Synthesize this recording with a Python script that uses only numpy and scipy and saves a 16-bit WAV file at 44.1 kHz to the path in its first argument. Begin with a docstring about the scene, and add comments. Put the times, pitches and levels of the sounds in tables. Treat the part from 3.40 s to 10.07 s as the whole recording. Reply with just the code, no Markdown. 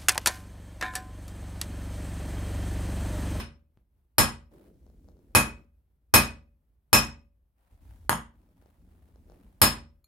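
"""In a small workshop, a hammer drives a hand-held steel stamp into a metal disc lying on a tree stump.
Each blow is a hard click for the crack, dying tones for the steel and the block, and a low thump;
dense, fading noise makes the echoes of the close walls.
Between blows the hand shifts the work: shaped noise makes the rubs, short clicks the ticks and knocks,
and a few dying tones a last clink. Quiet noise is the still air."""
import sys
import numpy as np
from scipy import signal
from scipy.fft import rfft, irfft
from scipy.io import wavfile
from scipy.ndimage import uniform_filter1d

SR = 44100
rng = np.random.default_rng(int(sys.argv[2]) if len(sys.argv) > 2 else 0)


def dump(signal):
    """Clip the signal to [-1, 1] and save it as 16-bit WAV at the path in sys.argv[1]."""
    limited = np.clip(np.atleast_2d(signal).T, -1, 1)
    pcm = np.round(limited * 32767).astype(np.int16)
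    wavfile.write(sys.argv[1], SR, pcm)


N = 294147

# Hammer blows; the first is already dying away, and the light one is followed by its bounce:
# (time [s], force [dB], treble [dB], low ring [dB], middle ring [dB], thump pitch [Hz])
BLOWS = [(-0.126, 13, 0, -6.5, 1.5, 57.9), (0.7829, 10, -3.5, -10, 0, 56), (1.95, 11, -5.5, 0.5, -6.5, 92),
         (2.7395, 13, -3.5, -1, -1, 78.8), (3.53, 12, -3, 0.5, 4.5, 70.2), (4.6946, 8, -9, -31, -10, 123.4),
         (4.729, -3.5, -34, -32, -33, 168), (6.2168, 10.5, -2, -7.5, 3, 92.83)]
# Colour of the crack of steel on steel: (frequency [Hz], relative level [dB per Hz])
CRACK_COLOUR = [(30, -26), (85, 5), (170, -2.5), (400, -2), (700, -2.5), (1050, -0.5), (1600, -1.5),
                (2400, -1.5), (4200, -1), (6200, -9.5), (8500, -7.5), (11500, 0.5), (14000, -0.5),
                (16000, -19)]
# Colour of the disc slapping the wood, damped at once: (frequency [Hz], relative level [dB per Hz])
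DISC_COLOUR = [(60, -28), (400, -20.5), (700, -7.5), (930, 4.5), (1200, -3.5), (1500, -4), (2000, -8),
               (2600, -21.5), (3300, -9.5), (4200, -29.5), (8000, -41.5), (16000, -58)]
# Modes (natural tones) of stamp and hammer head: low ring, middle ring, then the high ones: (frequency [Hz])
STEEL_HZ = [2528, 5288, 6600, 6750, 7740, 8600, 8885, 10490, 10700, 11700, 11920, 12070, 13300, 13770]
# Those modes, damped by the fingers: (relative strength [dB], time to fall by 60 dB [s])
STEEL_MODES = [(-7, 0.081), (-10, 0.083), (-21, 0.051), (-21.5, 0.022), (-21, 0.095), (-21, 0.064),
               (-15.5, 0.013), (-18.5, 0.044), (-15, 0.023), (-18, .025), (-21, 0.048), (-21.5, 0.045),
               (-25.5, .025), (-28, .035)]
# Modes of the block, the disc on it and the low notes of the room: (frequency [Hz])
BLOCK_HZ = [54, 76, 91, 137, 204, 232, 307, 516, 571, 603, 897, 973, 1047, 1115, 1217, 1646, 1982]
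# Those modes: (relative strength [dB], time to fall by 60 dB [s])
BLOCK_MODES = [(-4.5, 0.58), (-5.5, 0.59), (-4, 0.1), (-3, 0.31), (-6, 0.3), (-2, .41), (-6.5, 0.2),
               (-6, 0.18), (-20, 0.57), (-0.5, 0.16), (-6, 0.21), (-2, 0.16), (-4, 0.17), (-2, .26),
               (-5.5, 0.31), (-1.5, .2), (-7.5, 0.29)]

# A blow is full from FULL_DB of force upwards and a mere tap from TAP_DB downwards.
FULL_DB, TAP_DB = 9, 7.5
# Slap of the disc, relative to the crack: (full blow [dB], tap [dB])
DISC_SLAP_DB = (-13.5, 1)
# Strength of the high steel modes: (full blow [dB], tap [dB])
HIGH_RING_DB = (2, 0)
# Strength of the ringing block: (full blow [dB], tap [dB])
BLOCK_RING_DB = (-5, -14)
# Strength of the wall echoes: (full blow [dB], tap [dB])
ECHO_DB = (7, -5.5)
# Thump level at THUMP_HZ, the same whatever the force of the blow, and its change per octave upwards
THUMP_DB, THUMP_HZ, THUMP_DB_PER_OCTAVE = 4.5, 80, -10

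# Pushes of the hand on the work, all levels relative:
# (start [s], length [s], pressure [dB], top sliding speed [dB], rocking of the block [dB])
PUSHES = [(1.102, 0.21, 0, 0.5, -6), (1.314, 0.38, -4, -13, 0), (1.62, 0.6, -3.5, -12, -3.5),
          (4.15, 0.32, -26, -6.5, -27), (4.301, 0.052, -9, -7, 1.5), (4.396, 0.27, -7.5, -0.5, 6),
          (4.924, 0.25, -9, -9, -8), (5.142, 0.28, -11.5, -4.5, -5.5), (5.379, 0.51, -6.5, -5.5, -2.5),
          (5.778, 0.59, -8.5, -6.5, -2), (5.857, 0.22, -3, -3.5, -27)]
PUSH_RISE_S, PUSH_FADE_S = 0.023, 0.029
SCUFF_PER_PRESSURE, SCUFF_PER_SPEED = 2.4, 0.17  # dB of scuffing per dB of each
# Colour of the rocking block: (frequency [Hz], relative level [dB per Hz])
ROCKING_COLOUR = [(20, -10.5), (55, 6), (85, 0), (130, -14.5), (250, -48.5)]
# Colour of rubbing skin: (frequency [Hz], relative level [dB per Hz])
RUBBING_COLOUR = [(70, -22.5), (150, 5), (210, 5.5), (300, 1), (420, -16.5), (900, -43)]
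# Colour of scuffing wood: (frequency [Hz], relative level [dB per Hz])
SCUFFING_COLOUR = [(200, -17.5), (340, 2), (490, -3.5), (600, -6.5), (800, -29), (1500, -47)]
# Colour of scraping grit: (frequency [Hz], relative level [dB per Hz])
SCRAPING_COLOUR = [(300, -18.5), (600, 3), (850, 1), (1200, -4.5), (1800, -7.5), (2600, -11.5),
                   (6500, -22.5), (9500, -16), (15000, -17.5)]

# The stamp's tip catching hard on the disc: (time [s], level before a shared lift [dB])
TICKS = [(1.466, -59.5), (1.687, -53.5), (5.224, -61.5), (5.26, -59.5), (5.759, -58), (5.899, -53),
         (5.92, -54)]
# Colour of such a tick: (frequency [Hz], relative level [dB per Hz])
TICK_COLOUR = [(100, 4), (500, 14), (1200, -2.5), (2500, -6), (6000, -15.5), (10000, -23), (15000, -28)]
# Chance catches while the hand pushes: how often, and their typical level at full pressure
CATCHES_PER_S, CATCH_DB = 16, -47
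# Soft knocks of the disc settling: (time [s], level [dB])
KNOCKS = [(0.3735, -31.5), (0.387, -47)]
# Colour of such a knock: (frequency [Hz], relative level [dB per Hz])
KNOCK_COLOUR = [(30, -5.5), (90, 1.5), (200, -7), (500, -18), (1500, -29), (3500, -37.5), (8000, -53)]
# A last small clink of steel: its time and level, then its modes
CLINK_S, CLINK_DB = 6.643, -47.5
# (frequency [Hz], relative strength [dB], time to fall by 60 dB [s])
CLINK_MODES = [(1270, -7, 0.024), (2410, -8.5, 0.043), (4270, 6.5, 0.058), (6930, 1, 0.037),
               (10850, 0.5, .04), (12100, 5, .04)]

# How long the echoes last: (frequency [Hz], time to fall by 60 dB [s])
ROOM_DECAY = [(60, 0.49), (120, 0.56), (250, 0.39), (500, 0.3), (1000, 0.29), (2500, 0.28), (5000, .25),
              (8000, .225), (14000, 0.15)]
# How alike the two microphones hear a sound: (frequency [Hz], likeness [1 = identical])
LIKENESS = [(30, 0.97), (130, 0.93), (300, 1), (600, 0.47), (1200, 0.027), (3000, 0.31), (15000, 0.2)]
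# Bands of the blows heard more on one side: (frequency [Hz], left minus right [dB])
LEAN = [(40, 1), (90, -0.5), (160, 1), (270, -2), (500, -1.5), (1200, 1.5), (2500, -1), (5200, 3),
        (8800, 1.5), (12000, -1)]
# Colour of the still workshop air: (frequency [Hz], relative level [dB per Hz])
AIR_COLOUR = [(20, -22), (40, -1.5), (60, 1), (100, -13), (200, -22), (400, -30), (1000, -38.5),
              (2500, -47.5), (7000, -55.5), (13000, -45.5), (16000, -50)]
AIR_DB = -67.5
EDGE_HZ = 16400  # upper limit of the microphones


def hammer(walls, near_db=-2, near_ring_db=-8, moved=0.29):
    """A blow cracks, rings the steel and thuds the block; a tap gets more of the disc's slap."""
    out = np.zeros((2, N))
    block_ring = block()
    for time_s, force_db, treble_db, low_db, middle_db, thump_hz in BLOWS:
        lightness = np.clip((FULL_DB - force_db) / (FULL_DB - TAP_DB), 0, 1)
        slap_db, high_db, block_db, echo_db = (
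            full + lightness * (tap - full)
            for full, tap in (DISC_SLAP_DB, HIGH_RING_DB, BLOCK_RING_DB, ECHO_DB))
        thump_db = THUMP_DB + THUMP_DB_PER_OCTAVE * np.log2(thump_hz / THUMP_HZ)

        rings = steel(low_db, middle_db, high_db)
        crack = click(CRACK_COLOUR, treble_db) + amp(slap_db) * click(DISC_COLOUR)
        crack = np.pad(crack, (0, SR - len(crack)))

        # the moving arm changes part of the echoes
        echoes = np.sqrt(1 - moved) * walls + np.sqrt(moved) * reflections()
        # the upright stamp rings sideways, so its tone comes mostly by way of the walls
        near_source = crack + amp(near_ring_db) * rings
        near = signal.fftconvolve(near_source[None], near_path(), axes=1)
        far = signal.fftconvolve((crack + rings)[None], room(echoes), axes=1)

        sound = (amp(near_db) * near + amp(echo_db) * far)[:, :SR]
        sound = sound + amp(block_db) * block_ring
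        add(out, time_s, amp(force_db) * sound + amp(force_db * 0 + thump_db) * thump(thump_hz))
    return out


def click(colour, treble_db=0, corner_hz=2000, top_hz=13000, size=4096):
    """A hit as a click that starts at once; softer, longer contact loses treble, most at the top."""
    hz = abs(np.fft.fftfreq(size, 1 / SR))
    above_corner = hz ** 4 / (hz ** 4 + corner_hz ** 4)
    very_top = np.minimum(hz / top_hz, 1) ** 8
    gain = evened(amp(read(colour, hz))) * amp(treble_db * (above_corner + very_top))
    # minimum phase: the energy comes as early as this colour allows
    return np.fft.ifft(np.exp(np.conj(signal.hilbert(np.log(gain))))).real


def steel(low_db, middle_db, high_db, detune=0.0006, split=0.0019):
    """Grip and contact set how strongly modes speak; steel bends two ways, so each is a beating pair."""
    count = len(STEEL_MODES)
    group_db = [low_db, middle_db] + [high_db] * (count - 2)
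    drift, turns = rng.standard_normal(count), rng.random(count)
    out = np.zeros(SR)
    for hz, (db, t60), extra_db, shift, turn in zip(STEEL_HZ, STEEL_MODES, group_db, drift, turns):
        for way in (-1, 1):
            mode_hz = hz * (1 + detune * shift + way * split)
            out += amp(db + extra_db) * ring(mode_hz, t60, 2 * np.pi * turn) / 2
    return out


def block(swell_s=0.016):
    """The block's modes swell just after the blow and reach each microphone in their own phase."""
    out = np.zeros((2, SR))
    for hz, (db, t60), turn in zip(BLOCK_HZ, BLOCK_MODES, rng.random(len(BLOCK_MODES))):
        apart = np.arccos(likeness(hz)) / 2 * rng.choice([-1, 1])
        pair = [ring(hz, t60, 2 * np.pi * turn + side * apart) for side in (-1, 1)]
        out += amp(db) * np.array(pair)
    return out * (1 - np.exp(-np.arange(SR) / SR / swell_s))


def thump(hz, t60=0.2, apart_hz=62):
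    """The whole block dips on the floor; a deeper thump puts the two microphones more out of step."""
    apart = np.minimum(apart_hz / hz, 1) ** 2
    pair = np.array([ring(hz, t60, np.pi + side * apart) for side in (1, -1)])
    return pair * (1 - np.exp(-np.arange(SR) / SR * hz))


def near_path(scatter_s=0.00042, scatter_db=1, corner_hz=1800, mirror=0.74):
    """The straight path, then glances off hammer, hand and disc, too small to turn back the bass."""
    glances = rng.standard_normal((2, SR)) * np.exp(-np.arange(SR) / SR / scatter_s)
    glances = signal.lfilter(*signal.butter(1, corner_hz, "highpass", fs=SR), glances)
    path = amp(scatter_db) * glances / np.linalg.norm(glances, axis=1, keepdims=True)
    path[:, 0] += 1
    # the face of the stump mirrors it all after 6.5 cm more of travel, at 343 m/s
    lag = round(0.065 / 343 * SR)
    return path + mirror * np.roll(path, lag, axis=1)


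def leaning(x):
    """Tips each band towards the left or the right microphone."""
    half_db = read(LEAN, np.fft.rfftfreq(2 * N, 1 / SR)) / 2
    return irfft(rfft(x, 2 * N) * amp([half_db, -half_db]))[:, :N]


def shifting(rock_db=-56, rub_db=-60.5, scuff_db=-60.5, scrape_db=-68):
    """The block rocks, skin rubs with pressure, grit scrapes with speed, wood scuffs with both."""
    layers = [amp(rock_db) * noise(ROCKING_COLOUR),
              amp(rub_db) * noise(RUBBING_COLOUR, grain_db=-1.0),
              amp(scuff_db) * noise(SCUFFING_COLOUR, grain_db=2.0),
              amp(scrape_db) * noise(SCRAPING_COLOUR, grain_db=3.0, size=150)]
    power = np.zeros((len(layers), N))
    for start, length, press_db, speed_db, rocking_db in PUSHES:
        grip = pushing(start, length)
        drag_db = SCUFF_PER_PRESSURE * press_db + SCUFF_PER_SPEED * speed_db
        # overlapping pushes add as power
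        power += np.square([amp(rocking_db) * grip,
                            amp(press_db) * grip,
                            amp(drag_db) * grip,
                            amp(speed_db) * sliding(start, length)])
    return sum(layer * gain for layer, gain in zip(layers, np.sqrt(power)))


def pushing(start, length):
    """The grip of one push over time: it takes hold, holds and lets go."""
    t = np.arange(N) / SR - start
    return np.clip(t / PUSH_RISE_S, 0, 1) * np.exp(-np.maximum(t - length, 0) / PUSH_FADE_S)


def sliding(start, length, overrun=1.2, skew=0.68):
    """The speed of one push: the disc gathers speed quickly and coasts to rest, in one leaning arch."""
    share = np.clip((np.arange(N) / SR - start) / (length * overrun), 0, 1)
    return np.sin(np.pi * share ** skew)


def small_contacts(walls, tick_db=17, room_db=-6):
    """Ticks of the stamp's tip, knocks of the disc and a clink, with a little of the room."""
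    slips = catches()[None]
    for time_s, db in TICKS:
        add(slips, time_s, amp([[db + tick_db]]))
    tick = signal.fftconvolve(click(TICK_COLOUR)[None], near_path(), axes=1)
    out = signal.fftconvolve(slips, tick, axes=1)[:, :N]
    for time_s, db in KNOCKS:
        add(out, time_s, amp(db) * click(KNOCK_COLOUR)[None])
    clink = sum(amp(CLINK_DB + db) * ring(hz, t60) for hz, db, t60 in CLINK_MODES)
    add(out, CLINK_S, clink[None])
    return out + amp(room_db) * signal.fftconvolve(out, room(walls), axes=1)[:, :N]


def catches(spread_db=3):
    """Light catches of the tip at random moments, stronger the harder the hand presses."""
    pressure = np.max([amp(press_db) * pushing(start, length)
                       for start, length, press_db, _, _ in PUSHES], axis=0)
    strength = amp(CATCH_DB + spread_db * rng.standard_normal(N))
    return pressure * (rng.random(N) < CATCHES_PER_S / SR) * strength


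def reflections(uneven_db=-0.5):
    """One second of dense wall echoes, slightly uneven in strength from moment to moment."""
    clumps = evened(uniform_filter1d(rng.standard_normal(SR), size=50))
    return paired(rng.standard_normal((2, SR))) * amp(uneven_db * clumps)


def room(echoes, build_s=0.003, first=0.83, size=140):
    """The echoes build up briefly, then each band dies at its own speed."""
    hz, t, bands = signal.stft(echoes, SR, nperseg=256)
    fading = bands * amp(-60 * t / read(ROOM_DECAY, hz)[:, None])
    tail = signal.istft(fading, SR, nperseg=256)[1][:, :SR]
    build = 1 - (1 - first) * np.exp(-np.arange(SR) / SR / build_s)
    spectrum = rfft(tail * build, 2 * SR)
    # level the spectrum so that no stretch of pitch is favoured
    return irfft(spectrum / np.sqrt(uniform_filter1d(abs(spectrum) ** 2, size=size)))[:, :SR]


def still_air():
    """The quiet air of the workshop: coloured noise that wavers slowly in strength."""
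    return amp(AIR_DB) * noise(AIR_COLOUR, grain_db=1.5, size=4000)


def noise(colour, grain_db=0, size=300):
    """Coloured stereo noise whose strength varies from grain to grain (size in samples)."""
    grains = evened(uniform_filter1d(rng.standard_normal(N), size=size))
    white = paired(rng.standard_normal((2, N))) * amp(grain_db * grains)
    gain = amp(read(colour, np.fft.rfftfreq(N, 1 / SR)))
    return evened(irfft(rfft(white) * gain, N))


def paired(two):
    """Mixes two unrelated signals into a microphone pair that is as alike as LIKENESS says."""
    a, b = rfft(two)
    same = likeness(np.fft.rfftfreq(two.shape[1], 1 / SR))
    mid = a * np.sqrt((1 + same) / 2)
    side = b * np.sqrt((1 - same) / 2)
    return irfft(np.array([mid + side, mid - side]), two.shape[1])


def likeness(hz):
    """How alike the two microphones are at a frequency."""
    return np.clip(read(LIKENESS, hz), -1, 1)


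def ring(hz, t60, phase=0):
    """One dying tone of unit energy that falls by 60 dB in t60 seconds."""
    t = np.arange(SR) / SR
    wave = np.sin(2 * np.pi * hz * t + phase) * np.exp(-np.log(1000) * t / t60)
    return wave / np.linalg.norm(wave)


def amp(db):
    """Turns decibels into a gain."""
    return 10 ** (np.asarray(db) / 20)


def evened(x):
    """Scales to an average strength (rms) of one."""
    return x / np.sqrt(np.mean(x ** 2) + 1e-20)


def read(points, hz):
    """Reads between the points of a table, along a log-frequency axis."""
    f, value = np.transpose(points)
    return np.interp(np.log(hz + 1), np.log(f + 1), value)


def add(mix, time_s, sound):
    """Mixes a sound in at a time; whatever falls outside the mix is cut off."""
    at = round(time_s * SR)
    sound = sound[:, max(-at, 0):]
    part = mix[:, max(at, 0):][:, :sound.shape[1]]
    part += sound[:, :part.shape[1]]


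def scene():
    """Blows and small contacts share one small room, over the rubbing and the still air."""
    walls = reflections()
    return leaning(hammer(walls)) + shifting() + small_contacts(walls) + still_air()


def record(dry):
    """The microphones drop the deepest bass, round off the loudest cracks and limit the treble."""
    ceiling = 0.68
    picked = signal.sosfilt(signal.butter(2, 33, "highpass", fs=SR, output="sos"), dry)
    held = picked / (1 + (picked / ceiling) ** 4) ** (1 / 4)
    lowpass = signal.firwin(255, EDGE_HZ, window=("kaiser", 9), fs=SR)
    return signal.oaconvolve(held, lowpass[None], "same", axes=1)


dry = scene()
out = record(dry)
dump(out)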